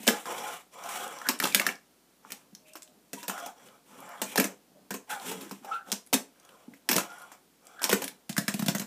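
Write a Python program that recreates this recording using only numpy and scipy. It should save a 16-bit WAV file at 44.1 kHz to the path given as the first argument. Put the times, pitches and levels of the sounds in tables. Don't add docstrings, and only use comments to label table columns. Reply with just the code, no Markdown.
import sys
import numpy as np
from scipy import signal
from scipy.fft import rfft, irfft
from scipy.io import wavfile

SR = 44100
rng = np.random.default_rng(int(sys.argv[2]) if len(sys.argv) > 2 else 0)


def decibels_to_gain(level_db):
    exponent = np.asarray(level_db, float) / 20
    return 10 ** exponent


def store_wav(level_fs):
    pcm = np.round(np.clip(np.atleast_2d(level_fs), -1, 1) * 32767)
    wavfile.write(sys.argv[1], SR, pcm.T.astype(np.int16))


N = 390726


def rms_one(x):
    return x / np.sqrt(np.mean(x ** 2) + 1e-20)


def at_hz(points, hz):
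    table_hz, values = np.array(points)[:, 0], np.array(points)[:, 1]
    return np.interp(np.log(hz), np.log(table_hz), values)


def drift(rate_hz):
    r = np.exp(-2 * np.pi * rate_hz / SR)
    wander = signal.lfilter([1], [1, -2 * r, r * r], rng.standard_normal(N + SR))
    return rms_one(wander[SR:])


def colour(x, spectrum):
    hz = np.linspace(0, SR / 2, 513)
    shape = decibels_to_gain(2 * at_hz(spectrum, np.maximum(hz, 1)))
    taps = signal.minimum_phase(signal.firwin2(2047, hz, shape, fs=SR), n_fft=2 ** 16)
    return signal.fftconvolve(x, taps / np.sqrt(np.sum(taps ** 2)))[:len(x)]


def band(x, low_hz, high_hz):
    return signal.sosfilt(signal.butter(2, [low_hz, high_hz], "band", fs=SR, output="sos"), x)


def ring(x, hz, t60_s):
    r, w = decibels_to_gain(-60 / (t60_s * SR)), 2 * np.pi * hz / SR
    return signal.lfilter([0, np.sin(w)], [1, -2 * r * np.cos(w), r * r], x + 1e-18)


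def resonance(x, hz, width_hz):
    return rms_one(ring(x, hz, np.log(1000) / np.pi / width_hz))


def strikes(events, levels_db):
    clicks = np.zeros(N)
    clicks[(np.array(events)[:, 0] * SR).astype(int)] = decibels_to_gain(levels_db)
    return clicks


# pitch_hz, level_db
HUSH_COLOUR = [(15, -55), (25, -21), (50, -25), (80, -19), (169, 0.5), (274, 2.5), (614, -5), (666, -5),
               (1950, -13), (3090, -13), (11500, -15.5), (15500, -17)]


def hush():
    noise_db, mains_hz, mains_db = -64, 56, -84
    hz = np.maximum(np.arange(N // 2 + 1) * SR / N, 1)
    noise = irfft(rfft(rng.standard_normal(N)) * decibels_to_gain(at_hz(HUSH_COLOUR, hz)), N)
    mains = np.sin(2 * np.pi * mains_hz * np.arange(N) / SR)
    return decibels_to_gain(noise_db) * rms_one(noise) + decibels_to_gain(mains_db) * mains


# pitch_hz, t60_s
ROOM_T60 = [(150, 0.19), (400, 0.28), (1040, 0.24), (2760, 0.21), (7280, 0.22), (14000, 0.17)]


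def room(x):
    t, edges, tails = np.arange(SR // 2) / SR, 100 * 2 ** np.arange(0, 7.6, .5), 0
    for low, high in zip(edges, edges[1:]):
        noise = band(rng.standard_normal((5, len(t))), low, high)
        tails = tails + noise * decibels_to_gain(-60 * t / at_hz(ROOM_T60, np.sqrt(low * high)))
    tails = tails * np.clip((t - .002) / 0.00069, 0, 1)
    place = np.arange(N) // 2900 % len(tails)
    return sum(signal.fftconvolve(x * (place == k), tail / np.sqrt(np.sum(tail ** 2)))[:N]
               for k, tail in enumerate(tails))


# start_s, peak_db, pitch_hz
THUDS = [(0.079, -20.5, 310), (0.105, -22.5, 476), (1.437, -28, 333), (1.293, -25, 237),
         (4.381, -23, 298.6), (4.399, -23, 540), (4.404, -21.5, 276), (7.932, -19, 290), (7.8938, -29, 497),
         (7.928, -16.5, 470), (8.018, -33.5, 516), (2.528, -38, 196), (3.642, -44, 188),
         (4.766, -58.5, 224.5), (5.617, -43, 254), (6.68, -32, 245.1)]


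def thuds():
    out, t = np.zeros(N + 4000), np.arange(4000) / SR
    for s, db, hz in THUDS:
        swell = 1 - np.exp(-t * hz / 1.5)
        fade = decibels_to_gain(db + 12.0 - 60 * t / 0.024)
        out[int(s * SR):int(s * SR) + len(t)] += fade * swell * np.sin(2 * np.pi * hz * t)
    return out[:N]


def strokes(rows, swell):
    t = np.arange(0, N + 64, 64) / SR
    power = 0
    for start, top, end, db in rows:
        height = np.sin(np.pi / 2 * np.interp(t, [start, top, end], [0, 1, 0]))
        power = power + decibels_to_gain(2 * db) * height ** (2 * swell)
    return np.interp(np.arange(N) / SR, t, power)


# start_s, strongest_s, end_s, level_db
ROLLS = [(0.08, 0.15, 0.22, -34.5), (0.25, 0.28, 0.56, -33), (0.33, 0.47, 0.63, -37.5),
         (0.71, 0.95, 1.29, -36), (1.21, 1.27, 1.39, -41.5), (1.55, 1.64, 1.745, -37),
         (2.22, 2.27, 2.49, -56.5), (3.27, 3.35, 3.544, -39), (3.55, 3.6, 3.8, -51), (3.7, 3.75, 3.82, -63),
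         (3.86, 4.1, 4.34, -44.5), (4.3, 4.35, 4.56, -41.5), (5.07, 5.14, 5.2, -40),
         (5.17, 5.29, 5.4, -40.5), (5.33, 5.43, 5.52, -44.5), (5.62, 5.7, 5.77, -43.5),
         (5.85, 5.915, 5.96, -48.5), (6.3, 6.55, 6.72, -55.5), (6.84, 7.09, 7.4, -46.5),
         (7.31, 7.34, 7.38, -51.5), (7.6, 7.72, 8.04, -53), (7.81, 7.825, 8.15, -43),
         (7.75, 8.01, 8.37, -65.5), (1.41, 1.45, 1.5, -38), (6.97, 6.99, 7.07, -39)]
# start_s, strongest_s, end_s, level_db
SCUFFS = [(-0.05, 0.06, 0.5, -43), (0.3, 0.52, 0.65, -43.5), (0.375, 0.385, 0.41, -39),
          (0.72, 0.74, 0.76, -50.5), (0.83, 0.84, 1.2, -44), (0.88, 0.9, 1.16, -39.5),
          (1.38, 1.46, 1.62, -38), (1.51, 1.58, 1.6, -38), (2.25, 2.3, 2.46, -55.5),
          (2.65, 2.7, 2.7, -52.5), (3.12, 3.2, 3.26, -46.5), (3.36, 3.38, 3.5, -48),
          (3.62, 3.67, 3.69, -54), (3.84, 3.9, 4.2, -56.5), (4.2, 4.32, 4.35, -40), (5.09, 5.1, 5.2, -36.5),
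          (5.2, 5.29, 5.33, -35), (5.3, 5.42, 5.5, -47), (5.16, 5.21, 5.8, -49), (1.02, 1.15, 1.13, -52),
          (0.72, 0.8, 0.75, -50.5), (5.71, 5.745, 5.79, -51.5), (5.84, 5.91, 6, -51.5),
          (6.66, 6.84, 6.78, -58), (7.8, 8.01, 8.1, -44), (8.3, 8.57, 8.7, -47), (8.6, 8.7, 8.75, -45)]
# middle_s, half_length_s, level_db
DRAGS = [(0.005, 0.028, -39.5), (0.153, 0.078, -47), (1.553, 0.28, -41.5), (2.272, 0.034, -59),
         (2.504, 0.27, -62), (2.935, 0.11, -56), (3.194, 0.089, -54.5), (3.42, 0.062, -49),
         (3.686, 0.13, -54.5), (3.98, 0.19, -48.5), (4.373, 0.33, -46.5), (4.782, 0.16, -54),
         (5.133, 0.061, -51), (5.29, 0.087, -38.5), (5.37, 0.072, -39), (5.435, 0.25, -45),
         (5.906, 0.058, -43), (6.724, 0.08, -51), (7.985, 0.24, -45), (8.566, 0.08, -49),
         (8.743, 0.36, -43)]


def motion():
    roll_rumble_db, roll_hiss_db, scuff_hum_db = -23.5, -10.5, -18.5
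    roll, scuff = strokes(ROLLS, 0.92), strokes(SCUFFS, 1.57)
    drag = strokes([(s - half, s, s + half, db) for s, half, db in DRAGS], 2.08)
    rumble = drag + decibels_to_gain(2 * roll_rumble_db) * roll
    hum = roll + decibels_to_gain(2 * scuff_hum_db) * scuff
    hiss = scuff + decibels_to_gain(2 * roll_hiss_db) * roll
    return [10 * np.log10(power + 1e-9) for power in (rumble, hum, hiss)]


# pitch_hz, level_db, t60_s
TABLE = [(193.6, -1.5, 0.11), (226.4, 0.5, 0.041), (269.7, 0.5, 0.085), (330, -9.5, 0.015),
         (412, -2.5, 0.051), (500, -4, 0.052), (713, -0.5, 0.048)]
# pitch_hz, width_hz, level_db
DECK = [(522.6, 68, -1.5), (704, 52, 2), (829.6, 65, 2), (1025, 91, 2), (1340, 300, 3.5), (1640, 410, -1),
        (2360, 210, -6)]
# pitch_hz, width_hz, level_db
AXLES = [(2940, 190, -18), (3310, 83, -16.5), (5770, 450, -16), (7316, 400, -19.5)]
# pitch_hz, level_db (per Hz)
HISS = [(880, -28), (1500, -7.5), (2400, -4), (3300, -3.5), (4500, -13.5), (6000, -9), (7500, -6),
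        (15500, -12.5)]


def rolling():
    rumble_db, hum_db, hiss_db = motion()
    grit = decibels_to_gain(2.0 * np.minimum(rng.exponential(1, N), 3)) * rng.choice([-1, 1], N)
    grit = grit * (rng.random(N) < 15000 / SR)
    grit = grit * decibels_to_gain(1.3 * drift(60))
    rumble = sum(decibels_to_gain(db) * ring(grit, hz, t60) for hz, db, t60 in TABLE)
    hum = sum(decibels_to_gain(db + 2.6 * drift(4.0)) * resonance(grit, hz, width) * (-1) ** k
              for k, (hz, width, db) in enumerate(DECK))
    hiss = colour(grit * rng.choice([-1, 1], N), HISS) * decibels_to_gain(1.5 * drift(18))
    axles = sum(decibels_to_gain(db + 4 * drift(9)) * resonance(grit, hz, width) for hz, width, db in AXLES)
    return (decibels_to_gain(rumble_db - 6.5) * rms_one(rumble)
            + decibels_to_gain(hum_db - 5.5) * (rms_one(hum) + axles)
            + decibels_to_gain(hiss_db - 4.5) * rms_one(hiss))


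def squeak(rows, t, waver, throb_db, rag):
    s, hz, level_db = np.transpose(rows)
    gate = np.clip(np.minimum(t - s[0], s[-1] - t) / 0.0019, 0, 1)
    phase = 2 * np.pi * np.cumsum(np.interp(t, s, hz) * (1 + waver)) / SR
    overtones = 0.064 * np.sin(2 * phase) + 0.022 * np.sin(3 * phase)
    return gate * decibels_to_gain(np.interp(t, s, level_db) + throb_db) * (np.sin(phase) + rag * overtones)


# time_s, pitch_hz, level_db
SQUEAKS = [
    [(5.08, 835, -53), (5.128, 826, -45), (5.165, 812, -42.5), (5.22, 800, -48)],
    [(5.095, 1515, -43), (5.13, 1520, -41.5), (5.18, 1477, -46)],
    [(5.645, 818, -45), (5.683, 798, -39.5), (5.76, 830, -53)],
    [(5.25, 426, -53), (5.29, 426, -39), (5.37, 477, -60), (5.45, 325.4, -49.5), (5.48, 320, -48)],
    [(4.75, 606.8, -65), (4.775, 600, -55), (4.8, 600.6, -61.5)],
    [(1.245, 1520, -46), (1.27, 1624, -33.5), (1.287, 1670, -33)],
    [(1.515, 2430, -39), (1.54, 2430, -41), (1.547, 2450, -44)],
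    [(5.72, 2654, -50), (5.75, 2690, -53), (5.79, 2650, -64)],
    [(7.815, 913, -37), (7.87, 955, -48), (7.89, 910, -55)],
    [(5.86, 746, -58), (5.915, 750, -46)],
    [(3.355, 1408, -58), (3.375, 1408, -44), (3.43, 1340, -48)],
    [(0.46, 1373, -42), (0.49, 1380, -40), (0.6, 1367, -63)],
    [(4.07, 1385, -53), (4.1, 1390, -49), (4.15, 1390, -61), (4.21, 1366, -46)],
    [(0.28, 520, -44), (0.3, 519, -41), (0.34, 536, -50)],
    [(2.65, 2600, -68), (2.7, 2700, -63), (2.76, 2700, -68)],
    [(5.725, 3600, -56), (5.745, 3700, -54), (5.77, 3700, -63)],
    [(5.8, 1460, -54), (5.83, 1450, -61), (5.9, 1485, -51)],
    [(5.76, 829.4, -59), (5.86, 762, -62)],
    [(7.76, 1478, -57), (7.82, 1500, -38), (7.86, 1497, -44)],
    [(3.46, 800, -44), (3.476, 817, -38.5), (3.51, 830, -56)],
]
# time_s, pitch_hz, level_db
WHISTLES = [
    [(5.712, 1317, -33), (5.724, 1313, -29), (5.737, 1315, -33), (5.746, 1345, -29), (5.76, 1370, -33),
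     (5.772, 1370, -40), (5.8, 1340, -48)],
    [(5.745, 1494, -53), (5.76, 1500, -32.5), (5.772, 1510, -48), (5.8, 1480, -55)],
    [(3.165, 950, -56), (3.185, 969, -43), (3.21, 956, -59), (3.24, 972, -44), (3.275, 967, -54)],
    [(7.09, 1408, -50), (7.11, 1415, -41), (7.15, 1436, -47), (7.168, 1425, -65), (7.182, 1446, -45),
     (7.2, 1445, -68), (7.215, 1415, -50), (7.25, 1413, -53), (7.28, 1410, -64)],
    [(4.26, 2410, -52.5), (4.355, 2380, -52.5)],
    [(2.6, 627, -72), (2.77, 621, -59.5), (2.95, 613, -75)],
]


def squeaks():
    slip, throb, rag = drift(300), drift(43), drift(900)
    out = np.zeros(N)
    for table, waver, throb_db in ((SQUEAKS, .075, 3.5), (WHISTLES, .02, 2.5)):
        for rows in table:
            span = slice(int(rows[0][0] * SR), int(rows[-1][0] * SR))
            t = np.arange(N)[span] / SR
            out[span] += squeak(rows, t, waver * slip[span], throb_db * throb[span], rag[span])
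    return out


# pitch_hz, level_db (per Hz)
CRACK = [(880, -26), (1500, -3), (2350, -4.5), (5090, -3), (8130, -5.5), (9140, -3), (11300, -4.5),
         (14200, -6.5), (15500, -8.5)]
# start_s, peak_db, pitch_hz
TICKS = [(0.38, -23, 3290), (0.5103, -32, 3250), (0.7876, -38, 3620), (0.838, -25, 6040),
         (0.891, -21, 8000), (1.078, -24, 7750), (1.187, -26, 5770), (1.473, -15, 3680),
         (1.535, -24.5, 2420), (1.424, -20.5, 9000), (1.442, -7.5, 3000), (1.459, -20.5, 3800),
         (1.58, -16.5, 3200), (1.617, -14.5, 2200), (1.652, -28.5, 3420), (1.755, -32, 5500),
         (7.901, -10, 3020), (7.831, -9, 8000), (3.4002, -25.5, 6840), (4.004, -32, 11500),
         (4.0626, -42.5, 8000), (4.091, -32, 12500), (5.104, -22, 3740), (5.1504, -31, 3640),
         (5.198, -27, 3400), (5.2626, -34, 7550), (5.279, -26, 3240), (5.9007, -29, 3540),
         (5.926, -8.5, 5340), (7.1026, -35, 5650), (7.128, -36, 10300), (7.139, -40, 10300),
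         (7.185, -36, 10300), (7.193, -42, 10400), (7.199, -39, 10300), (7.224, -39, 10300),
         (7.059, -38, 10040), (7.118, -36, 3000), (7.6538, -39, 10000), (1.3896, -22, 8000),
         (1.524, -18.5, 3800), (2.5501, -23.5, 5640), (2.7348, -29, 7750), (2.7698, -32, 7760),
         (2.8212, -25.5, 7000), (2.8296, -26.5, 7320), (2.843, -37, 7400), (2.8768, -38.5, 3330),
         (3.686, -36, 3200), (5.495, -32, 7340), (6.064, -37, 10000), (6.072, -34, 10000),
         (6.399, -37, 6273), (6.45, -37, 6600), (6.4909, -32, 2840), (7.2188, -31.5, 10100),
         (7.669, -28.5, 7850), (7.7940, -31, 3400), (8.328, -20, 3830), (8.783, -15, 7000)]


def ticks():
    width = 1.1
    out, t = np.zeros(N + 600), np.arange(600) / SR
    noise = colour(rng.standard_normal(N + 600), CRACK)
    for s, db, hz in TICKS:
        span = slice(int(s * SR), int(s * SR) + len(t))
        spit = noise[span]
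        part = signal.lfilter(*signal.butter(1, [hz / width, hz * width], "band", fs=SR), spit)
        out[span] += decibels_to_gain(db - 14.0 - 60 * t / 0.016) * (0.86 * rms_one(part) + 0.6 * spit)
    return out[:N]


# start_s, peak_db
SNAPS = [(0.077, -7), (1.288, -2), (1.5477, -4), (1.5976, -17), (1.6656, -12), (4.375, -16), (5.9181, -10),
         (6.1317, -8), (6.8897, -6), (6.9135, -12), (7.8412, -4.5), (7.9278, -19), (8.3791, -17),
         (8.481, -9), (8.6846, -11)]


def snaps():
    clicks = strikes(SNAPS, np.array(SNAPS)[:, 1] + 1.5)
    axle_ping = ring(clicks, 5500, 0.012)
    return colour(clicks, CRACK) + decibels_to_gain(-14) * axle_ping


# start_s, crack_peak_db, rattle_after_db, table_thump_db
CLACKS = [(0.03, -35.5, -4, -40), (2.3199, -21.5, -38, -41), (3.1319, -24, -10.5, -33),
          (3.2289, -36, 2, -63), (3.2805, -20.5, -7, -28.5), (3.461, -30, -8, -45),
          (4.3762, -17, -1.5, -45.5), (4.4417, -19, -5, -26), (4.9405, -28, -1.5, -28),
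          (5.3147, -24, -7, -31), (5.9178, -17, -9.5, -28), (6.1406, -11, -49, -20),
          (6.9297, -20.5, 1.5, -34), (6.9636, -15, -16, -18), (7.841, -16, -4, -35),
          (8.0191, -26, -1.5, -33), (8.041, -21, -26.5, -34), (8.079, -23.5, -23, -65),
          (8.294, -23, -9, -29), (8.593, -25, -5, -26), (8.6614, -21, -14, -26), (8.796, -22, -7.5, -30.5)]
# start_s, crack_peak_db, deck_ring_db, deck_pitch_hz, table_thump_db
LOOSE = [(1.2683, -37, -40, 1660, -38.5), (1.6893, -33, -20.5, 2277, -31.5),
         (2.7543, -35.5, -36, 1082, -64), (4.9065, -26.5, -32, 1520, -28), (5.6465, -40, -39, 850, -44),
         (6.1287, -19.5, -22, 716, -39), (6.8897, -15, -24, 2360, -24), (6.9808, -17.5, -17.5, 1370, -48.5),
         (7.8175, -27.5, -34, 905, -53.5), (7.8932, -19, -24, 910, -25.5),
         (7.9132, -20.5, -27, 1930, -47.5), (7.9284, -15.5, -16, 1520, -19),
         (8.6822, -18, -23, 3450, -18.5)]
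FIRM = [(0.0684, -18.5, -34, 2270, -16.5), (0.0773, -10, -14.5, 3100, -11.5), (0.0861, -21, -15, 1640, -24),
        (0.2563, -33, -33, 1340, -45), (1.288, -14, -19.5, 1680, -29), (1.4376, -18.5, -26.5, 810, -28),
        (1.4542, -22, -18.5, 1230, -30.5), (2.2495, -66.5, -39.5, 1134, -49), (2.3038, -38, -41, 1810, -48),
        (3.2968, -25, -22.5, 1340, -33), (4.2166, -18.5, -30, 790, -26),
        (4.3987, -14.5, -18.5, 2300, -22.5), (5.4101, -35.5, -44, 1150, -36),
        (5.5112, -32, -33.5, 1038, -31.5), (6.1325, -15, -19.5, 2580, -22.5), (6.7364, -47, -46, 2000, -61),
        (6.9133, -15.5, -27, 1590, -24.5), (6.9575, -20.5, -30, 850, -20.5),
        (7.3172, -39.5, -40, 1060, -67), (8.4808, -18.5, -20.5, 1730, -26),
        (8.749, -21.5, -27.5, 1430, -25.5), (8.8159, -31, -37, 1440, -35)]
TIGHT = [(1.2156, -35, -29.5, 1340, -46), (1.4008, -21.5, -17.5, 1770, -31),
         (1.4257, -22, -22.5, 1330, -36), (1.4716, -28, -25, 1000, -51), (1.547, -6.5, -15, 1714, -26),
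         (1.5968, -16, -13.5, 2180, -33), (1.6143, -31, -22.5, 1190, -39),
         (1.666, -15.5, -15.5, 1686, -29.5), (3.378, -36.5, -34, 1400, -53.5),
         (4.358, -17, -22.5, 800, -35), (4.3798, -21, -16.5, 1680, -13.5),
         (8.366, -24.5, -23.5, 1500, -50.5), (8.3795, -13, -19, 1694, -20.5),
         (8.5406, -22.5, -32.5, 2600, -24.5), (8.6224, -24.5, -31.5, 1340, -23)]


def contacts():
    held_deck_db, held_deck_hz = -26.5, 950
    rows = [(s, db, rattle_db, db + held_deck_db, held_deck_hz, thump_db)
            for s, db, rattle_db, thump_db in CLACKS]
    for grip, rattle_db in ((LOOSE, -2), (FIRM, -4.5), (TIGHT, -13.5)):
        rows += [(s, db, rattle_db, *rest) for s, db, *rest in grip]
    return sorted(rows)


# pitch_hz, level_db, t60_s
BOX = [(205, 6, 0.04), (170, -1, 0.05), (680, -4, 0.03)]


def knocks():
    on_box_from_s, box_shield_db = 8.2, -15
    table_lag_s, box_lag_s = 0.0015, 0.001
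    blows = contacts()
    s, _, _, deck_db, deck_hz, thump_db = np.transpose(blows)
    deck, t = np.zeros(N + 2000), np.arange(2000) / SR
    partners = rng.uniform(-1.4, 1, (len(s), 2))
    for at, db, hz, (up, down) in zip((s * SR).astype(int), deck_db, deck_hz, partners):
        tones = ((1, 1), (1.204 + 0.13 * up, .6), (0.82 + 0.05 * down, 0.55))
        chord = sum(height * np.sin(2 * np.pi * ratio * hz * t) for ratio, height in tones)
        deck[at:at + len(t)] += decibels_to_gain(db + 7.5 - 60 * t / 0.013) * (1 - np.exp(-t / 0.001)) * chord
    chance = rng.standard_normal((len(s), len(TABLE)))
    box_time = np.arange(N) > on_box_from_s * SR
    box = sum(ring(strikes(blows, thump_db + db) * box_time, hz, t60) for hz, db, t60 in BOX)
    thump = np.roll(box, int(box_lag_s * SR))
    table_db = thump_db - 3.5 + box_shield_db * (s > on_box_from_s)
    for k, (hz, db, t60) in enumerate(TABLE):
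        thump = thump + ring(strikes(blows, table_db + db + 2.66 * chance[:, k]), hz, t60) * (-1) ** k
    soft = np.exp(-2 * np.pi * 500 / SR)
    thump = signal.lfilter([1 - soft], [1, -soft], thump)
    return deck[:N] + np.roll(thump, int(table_lag_s * SR))


def touch(levels_db, rise_s, fade_s):
    rise, fade = np.exp(-1 / (rise_s * SR)), np.exp(-1 / (fade_s * SR))
    clicks = strikes(contacts(), levels_db) + 1e-18
    return signal.lfilter([1 - rise], np.convolve([1, -rise], [1, -fade]), clicks)


# pitch_hz, level_db (per Hz)
RATTLE = [(180, -37.5), (300, -5), (509, -5), (2440, -6.5), (2610, -6.5), (4650, -16.5), (5570, -4.5),
          (10100, -16.5), (13600, -12.5), (15500, -22.5)]


def cracks():
    blows = contacts()
    _, crack_db, rattle_db = np.transpose(blows)[:3]
    sharp_db = np.clip(0.5 * (crack_db + 12.0), -30, 0)
    swell = touch(crack_db + sharp_db, 0.00013, 0.0013) + touch(crack_db - 0.5, 0.0052, 0.0019)
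    spiky = rng.standard_normal(N) * decibels_to_gain(3.5 * drift(1500))
    out = colour(swell * rms_one(spiky), CRACK)
    build = np.exp(-1 / (0.00074 * SR))
    energy = signal.lfilter([1 - build], [1, -build], strikes(blows, 2 * (crack_db + rattle_db)) + 1e-18)
    noise, edges = colour(rng.standard_normal(N), RATTLE), 260 * 2 ** np.arange(0, 6.1, .75)
    for low, high in zip(edges, edges[1:]):
        t60_s = 0.51 * at_hz(ROOM_T60, np.sqrt(low * high))
        keep = decibels_to_gain(-120 / (t60_s * SR))
        dying = np.sqrt(signal.lfilter([1], [1, -keep], energy)) * decibels_to_gain(2.0 * drift(66))
        out = out + dying * band(noise, low, high)
    return out


def scene():
    wood = knocks() + thuds()
    hard = cracks() + ticks() + snaps()
    moving = rolling() + squeaks()
    near = wood + hard + moving
    near = near + room(decibels_to_gain(-8.0) * (wood + hard + moving))
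    low_cut = signal.butter(4, 168, "high", fs=SR, output="sos")
    return (signal.sosfilt(low_cut, near) + hush())[None]


def band_limit(x):
    return signal.sosfilt(signal.butter(12, 16530, fs=SR, output="sos"), x)


def record(dry):
    rounded = 1.2 * np.tanh(dry / 1.2)
    top_cut = signal.ellip(8, .3, 32, 15250, fs=SR, output="sos")
    return band_limit(signal.sosfilt(top_cut, rounded))


dry = scene()
out = record(dry)
store_wav(out)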